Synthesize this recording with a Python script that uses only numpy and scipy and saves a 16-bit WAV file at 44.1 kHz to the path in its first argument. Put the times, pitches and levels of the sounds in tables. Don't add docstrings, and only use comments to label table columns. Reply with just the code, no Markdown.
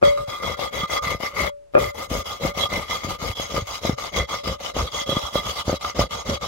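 import sys
import numpy as np
from scipy import signal
from scipy.fft import rfft, irfft
from scipy.io import wavfile
from scipy.ndimage import uniform_filter1d

SR = 44100
rng = np.random.default_rng(int(sys.argv[2]) if len(sys.argv) > 2 else 0)


def attenuation_scalar(level_db):
    decades = np.asarray(level_db, float) / 20
    return 10 ** decades


def waveform_to_disk(signal):
    frames = np.transpose(np.atleast_2d(signal))
    scaled = np.clip(frames, -1, 1) * 32767
    samples = np.round(scaled).astype(np.int16)
    wavfile.write(sys.argv[1], SR, samples)


N = 285561

# start_s, grit_db, lean_db (half the rise of force from early to #
# late), turn_db (left at the turn), weight_db
STROKES = [(0.012, -36.5, -4, -28, -36.5), (0.15, -43.5, 4, -8.5, -42), (0.254, -37, -3.5, -25, -55),
           (0.4, -36, 1, -9, -35), (0.565, -32.5, -4, -45, -44.5), (0.705, -34, 2, -26, -37),
           (0.867, -31.5, 6, -40, -46), (1, -39, 6, -33, -38), (1.081, -36.5, -8, 0, -34),
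           (1.186, -36, -3.5, -23, -50), (1.329, -31, -0.5, -20, -31.5), (1.505, -101, 12, -10, -70),
           (1.721, -55, 3, -19, -58), (1.764, -32.5, -3, -30, -31.5),
           (1.923, -38.5, 6.5, -43, -41.5), (2.076, -31.5, 5, -28, -30),
           (2.234, -35, -2.5, -33, -43.5), (2.395, -30.5, -6, -22, -29),
           (2.532, -31.5, 2.5, -44, -35.5), (2.684, -31, -4, -29, -32.5),
           (2.867, -33.5, -4.5, -11.5, -41),
           (3.016, -34.5, -0.5, -11, -36), (3.179, -32, 1.5, -44, -34.5),
                  (3.344, -32.5, -2.5, -46, -42.5), (3.491, -32, -7.5, -11.5, -33.5),
                  (3.647, -34.5, -2, -23, -47), (3.808, -32.5, -3.5, -19, -33),
                  (3.957, -33.5, -1, -42, -45.5), (4.117, -31.5, -4, -25, -29.5),
                  (4.267, -34, -3.5, -40, -44), (4.431, -33, -11, -28, -33.5),
                  (4.579, -35.5, -2.5, -44, -42.5), (4.735, -31.5, -5.5, -40, -31.5),
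                  (4.895, -32, -1.5, -17, -43.5), (5.055, -31.5, -4.5, -25, -32),
                  (5.19, -33.5, 0, -2.5, -52), (5.322, -33, -6, -8.5, -34), (5.431, -35, -2, -8, -37.5),
                  (5.535, -32.5, 0, -1.5, -43), (5.639, -33, -1.5, -19, -33.5), (5.788, -33, -4, -49, -42),
                  (5.943, -30.5, -7.5, -44, -29), (6.085, -33, -4, -44, -40.5),
                  (6.243, -29, -1, -22.5, -30.5), (6.389, -32.5, 5.5, -47, -37.5)]
# start_s, peak_db, push_ms
JOLTS = [(0.5927, -17, 1), (0.898, -20.5, 0.61), (0.935, -17.5, 0.61), (1.2022, -20.5, 1.5),
         (1.2351, -15.5, 1.34), (1.4038, -18, 1.4), (2.1723, -22, 1.8), (2.457, -17, 1.5),
         (2.5741, -17, 1.45), (2.728, -15.5, 1.25), (2.898, -23, 1.2), (3.2246, -21, 2.4),
         (3.3982, -13, 1.26), (3.5436, -14, 1.4), (3.8506, -7.5, 1.58), (4.1625, -16, 1.2),
         (4.3421, -15.5, 0.59), (4.4734, -12.5, 2.3), (4.7657, -10, 1.25), (5.0922, -8, 1.76),
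         (5.1287, -13, 1.7), (5.1678, -5.5, 2.7), (5.356, -6, 1.45), (5.68, -7, 1.73), (5.6955, -7.5, 1.43),
         (5.7291, -6, 1.6), (5.7402, -11, 1.64), (5.993, -0.5, 1.47), (6.0385, -14.5, 1.8),
         (6.2965, -14, 2.1)]
# start_s, peak_db
KNOCKS = [(.016, -36), (.0215, -27), (.027, -7), (.0357, -10), (.0583, -27), (1.7373, -31), (1.744, -24),
          (1.7478, -27), (1.7515, -4.5), (1.7652, -13), (1.7715, -9.5), (1.7799, -8), (1.788, -20)]
# start_s, peak_db, pitch_hz
BUMPS = [(0.201, -27, 121), (0.281, -27, 109), (0.833, -19.5, 175), (1.068, -23.5, 153), (1.148, -28, 85),
         (2.638, -30, 95), (3.296, -19, 95), (3.621, -21, 98), (3.93, -20, 123), (4.2, -18, 65),
         (4.795, -19, 67.6), (4.825, -17.5, 68.6), (5.236, -26, 66.4), (5.461, -25, 112), (5.678, -21, 96),
         (6.003, -14.5, 106), (6.291, -16, 179), (6.324, -22.5, 181)]
# time_s, extra_top_db, powdered_share (0-1)
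COARSE = [
    (0, 1, 0),
    (1.4, 1.2, 0.48),
    (1.8, 5.5, 0.23),
    (2.7, 0.5, 0.24),
    (3.3, 1.5, 1),
    (4.8, -6, 1),
    (5.3, 1, .9),
    (6.48, -9, 1),
]
# time_s, lumps_db, grit_db
SIDEWAYS = [
    (0.0, 9.5, 5),
    (1.02, 7, 5),
    (1.69, 2.5, 5.5),
    (2.79, 5, 2),
    (4.68, 1.5, 0),
    (6.47, -1.5, -1),
]
BOWL_HZ = [576, 540, 1212, 1175, 1385, 2058, 2170, 2457, 3000, 3325, 3578, 3876, 4096, 4576, 5040, 5485,
           6520, 8120]
# t60_s, scrubbed_db, knocked_db, left_minus_right_db, left_lead_rad
BOWL = [(0.58, -14.5, 1.5, 2, 3.5), (0.04, -5.5, 6, 11.5, 2.5), (0.1, 0, -7.5, -2, 0.68),
        (0.19, -12, -12, -1, 2.5), (0.16, -15, -6.5, -2.5, 3.5), (0.079, 2, -41, -2.5, -0.5),
        (0.073, -3, -38, 14, -2.5), (0.071, -17.5, -8, -14.5, 4), (0.017, -11, -38, 19, 8.5),
        (0.05, -2, -50.5, -3.5, 1.13), (0.026, -10, -32.5, 7, -2.5), (0.058, -10.5, -34, -4.5, 2),
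        (0.027, -14.5, -17, 4.5, 6), (0.043, -11.5, -29, -5, 1.5), (0.028, -12.5, -14, 11, -3),
        (0.029, -16, -37, -18, 1), (0.023, -5.5, -44, 1.5, 5), (0.027, -21.5, -40, 11, 4.5)]
# pitch_hz, level_db
GRIT = [(300, -25.5), (700, 3), (1100, 1.5), (1700, -16.5), (2800, -6), (5000, -7), (7000, -11.5),
        (9000, -24), (11000, -18), (16000, -20)]
# pitch_hz, level_db
LUMPS = [(40, -34), (100, -2), (180, 4), (330, -6), (560, 8), (900, -25), (1500, -15.5), (4000, -51.5)]
# pitch_hz, level_db
KITCHEN = [(18, -25), (30, 4), (100, -9), (279, -26), (417, -15), (930, -27), (5660, -37), (6740, -36.5),
           (12000, -45), (15600, -77), (22000, -120)]


def hand():
    squareness, bias = 1.0, 0.98
    slide_s, soon_s, slide_db, drag_db = .022, .075, -7, -2
    burst_db, burst_s = 3, 0.015
    crumble_base_db, before_bite_db = -34, -3.5
    start, grit_db, lean_db, turn_db, weight_db = np.transpose(STROKES)
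    t = np.arange(N) / SR
    k = np.clip(np.searchsorted(start, t) - 1, 0, None)
    end = np.append(start[1:], N / SR + 0.029)
    part = np.clip((t - start[k]) / (end[k] - start[k]), 0, 1)
    swell = np.sin(np.pi * part ** bias) ** squareness * attenuation_scalar(2 * lean_db[k] * (part - .5))

    jolts = np.transpose(JOLTS)[0]
    wait = jolts[np.minimum(np.searchsorted(jolts, start), len(jolts) - 1)] - start
    soon = (wait > 0) & (wait < soon_s)
    since_bite = t - start[k] - np.where(soon, wait, slide_s)[k]
    dragging = since_bite < 0
    drag = attenuation_scalar(np.where(soon, drag_db, slide_db))[k]
    burst = attenuation_scalar(burst_db * np.exp(-np.abs(since_bite) / burst_s))
    swell = uniform_filter1d(swell * np.where(dragging, drag, burst), 90)

    turn = attenuation_scalar(np.interp(t, start, grit_db + turn_db) - grit_db[k])
    down = grit_db[k] > -60
    speed = np.hypot(swell, turn) * down * (t > start[0])

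    def hump(db, peak, fall_db):
        return uniform_filter1d(attenuation_scalar(db - fall_db * (2 * (part - peak)) ** 2), size=300)

    extra_weight_db = weight_db[k] - crumble_base_db

    def ring_feed(first_db, last_db, settle_s, per_weight_db):
        fading_db = last_db + (first_db - last_db) * np.exp(-t / settle_s)
        return attenuation_scalar(fading_db + per_weight_db * extra_weight_db)

    crumble_db = crumble_base_db + (0.88 + 0.085 * t) * extra_weight_db + before_bite_db * dragging
    weight = hump(weight_db[k], peak=.5, fall_db=16.4)
    crumble = hump(crumble_db, peak=0.36, fall_db=7.5)
    low = ring_feed(first_db=8, last_db=-3, settle_s=2, per_weight_db=0.01)
    middle = ring_feed(first_db=0.1, last_db=-20, settle_s=6.5, per_weight_db=0.13)
    return speed, speed * attenuation_scalar(grit_db[k]), weight, crumble, low, middle


def crackle(grit, shared, top_hz):
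    burst = grains(14000, 2.3, count=3)
    both_ports = np.array([np.roll(burst[0], shift=4), burst[0]])
    hiss = mottle(colour(burst[1:] + shared * both_ports, GRIT), depth_db=5.0, ms=14, hz=500)
    top = signal.sosfilt(signal.butter(2, top_hz, "high", fs=SR, output="sos"), hiss)
    extra_top = attenuation_scalar(curves(COARSE)[0]) - 1
    return level(hiss + extra_top * top, -1.08) * grit


def bowl(grit, low, middle, knock, wander_db, place_db, apart_hz, deadening):
    out = np.zeros((2, N))
    wander = wander_db * walk(32, count=len(BOWL))
    place = place_db * walk(7, count=len(BOWL)) * np.less(1600, BOWL_HZ)[:, None]
    share = attenuation_scalar(wander + place)
    cracks = grains(2500, 3.3, count=3)
    powder = np.clip(curves(COARSE)[1], 0, 1)
    side = np.array([[.5], [-.5]])
    for k, (hz, (t60, scrub_db, knock_db, pan_db, lead)) in enumerate(zip(BOWL_HZ, BOWL)):
        apart = min(hz / apart_hz, .9)
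        crack = np.sqrt(1 - apart) * cracks[0] + np.sqrt(apart) * cracks[1:]
        feed = low if hz < 1600 else middle if hz < 2600 else 1
        scrub = attenuation_scalar(scrub_db - 23.5) * share[k] * grit * feed * crack
        struck = attenuation_scalar(knock_db - 26.5) * knock
        if 600 < hz < 2600 or k == 1:
            mode = ring((1 - powder) * scrub + struck, hz, t60)
            mode += ring(powder * scrub / np.sqrt(deadening), hz, t60 * deadening)
        else:
            mode = ring(scrub + struck, hz, t60)
        out += attenuation_scalar(side * pan_db) * (mode * np.exp(1j * side * lead)).imag
    return out


def table_thuds(speed, weight, crumble, jolt, knock):
    push = rng.standard_normal((3, N))
    sway = ring(push[0] + 0.31 * push[1:], 75.4, 0.05)
    sway = (sway / np.abs(sway[:1]) ** 0.48).imag
    sway = level(colour(sway, [(20, -28.5), (55, 3.0), (120, -2.5), (300, -31.5)]), 0.26)
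    rock = sway * weight * np.abs(uniform_filter1d(speed, 400)) ** 0.35
    crush = grains(700, 2.47, count=3)
    lumps = level(colour(crush[0] + 0.3 * crush[1:], LUMPS), 1.4) * crumble * speed ** 0.62
    thud = attenuation_scalar(-10.5) * ring(np.gradient(jolt), 544, 0.022).real
    thud = thud + attenuation_scalar(-2.5) * signal.lfilter([1, -1], [1, -.985], jolt)
    return rock + lumps + thud + attenuation_scalar(-29) * ring(knock, 407, 0.046).imag


def chatter(crumble):
    per_s, mean_db, spread_db, push_ms = 32, 6.5, 3.5, 2.07
    when, size, length = rng.random((400, 3)).T
    when = np.cumsum(-np.log(when) / per_s)
    rows = zip(when, mean_db - spread_db * np.log(size), push_ms * (.5 + length))
    return crumble * pushes([row for row in rows if row[0] < N / SR])


def bumps():
    cycles = 6.7
    swings = [ring(pushes([(s, db, .2)]), hz, cycles / hz).imag for s, db, hz in BUMPS]
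    return sum(swings) / 5


def kitchen():
    air = rng.standard_normal(N) + 2.2 * rng.standard_normal((2, N))
    return level(colour(air, KITCHEN), -57.5)


def grains(rate, spread_db, count):
    hit, size, sign = rng.random((3, count, N))
    height = attenuation_scalar(np.minimum(-spread_db * np.log(size + 1e-9), 24))
    return level((hit < rate / SR) * np.sign(sign - .5) * height, 0)


def pushes(rows):
    force = np.zeros(N + 999)
    for s, db, ms in rows:
        pulse = np.sin(np.pi * np.arange(0, 1, 1000 / (SR * max(ms, .2))))
        start = int(s * SR)
        force[start:start + len(pulse)] += attenuation_scalar(db) * pulse
    return force[:N]


def ring(force, hz, t60):
    return signal.lfilter([1], [1, -np.exp((2j * np.pi * hz - np.log(1000) / t60) / SR)], force)


def mottle(x, depth_db, ms, hz, size=256):
    spec = signal.stft(x, nperseg=size)[2]
    field = rng.standard_normal(spec.shape)
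    for axis, width in ((1, hz * size / SR), (2, ms * SR / size / 500)):
        field = uniform_filter1d(field, max(int(round(width)), 1), axis=axis)
    return signal.istft(spec * attenuation_scalar(depth_db * field / field.std()), nperseg=size)[1][:, :N]


def walk(rate, count):
    k = int(SR / rate)
    held = np.repeat(rng.standard_normal((count, N // k + 1)), k, axis=1)[:, :N].astype(np.float32)
    return np.sqrt(2) * uniform_filter1d(uniform_filter1d(held, k, axis=1), k, axis=1)


def curves(table):
    s, *columns = np.transpose(table)
    return [np.interp(np.arange(N) / SR, s, column) for column in columns]


def colour(x, table, size=8192):
    hz, db = np.transpose(table)
    log_hz = np.log(np.fft.rfftfreq(size, 1 / SR) + 1)
    cep = irfft(np.interp(log_hz, np.log(hz), db) * np.log(10) / 20)
    cep[1:size // 2] *= 2
    cep[size // 2 + 1:] = 0
    return signal.fftconvolve(x, np.atleast_2d(irfft(np.exp(rfft(cep)))), axes=1)[:, :N]


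def level(x, db):
    return x * attenuation_scalar(db) / np.sqrt(np.mean(x ** 2))


def scene():
    lump_pan, grit_pan = (attenuation_scalar(np.outer([.5, -.5], db)) for db in curves(SIDEWAYS))
    speed, grit, weight, crumble, low, middle = hand()
    grit = grit * attenuation_scalar(1.85 * walk(45, count=1)[0])
    jolt = pushes(JOLTS)
    knock = pushes([(s, db, .42) for s, db in KNOCKS])
    hiss = grit_pan * crackle(grit, shared=0.77, top_hz=7000)
    rung = bowl(grit, low, middle, knock + attenuation_scalar(-29) * jolt,
                wander_db=3.5, place_db=2.5, apart_hz=7000, deadening=0.48)
    speed = np.minimum(speed, 1)
    jolt = jolt + chatter(crumble * speed)
    thuds = lump_pan * table_thuds(speed, weight, crumble, jolt, knock)
    return hiss + rung + thuds + bumps() + kitchen()


def band_limit(x):
    return signal.sosfilt(signal.butter(12, 16850, fs=SR, output="sos"), x)


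def record(dry):
    bass_cut = signal.butter(2, 36, "high", fs=SR, output="sos")
    top_cut = signal.ellip(10, .2, 70, 15850, fs=SR, output="sos")
    rounded = np.tanh(1.046 * signal.sosfilt(bass_cut, dry)) / 0.95
    return band_limit(signal.sosfilt(top_cut, rounded))


dry = scene()
out = record(dry)
waveform_to_disk(out)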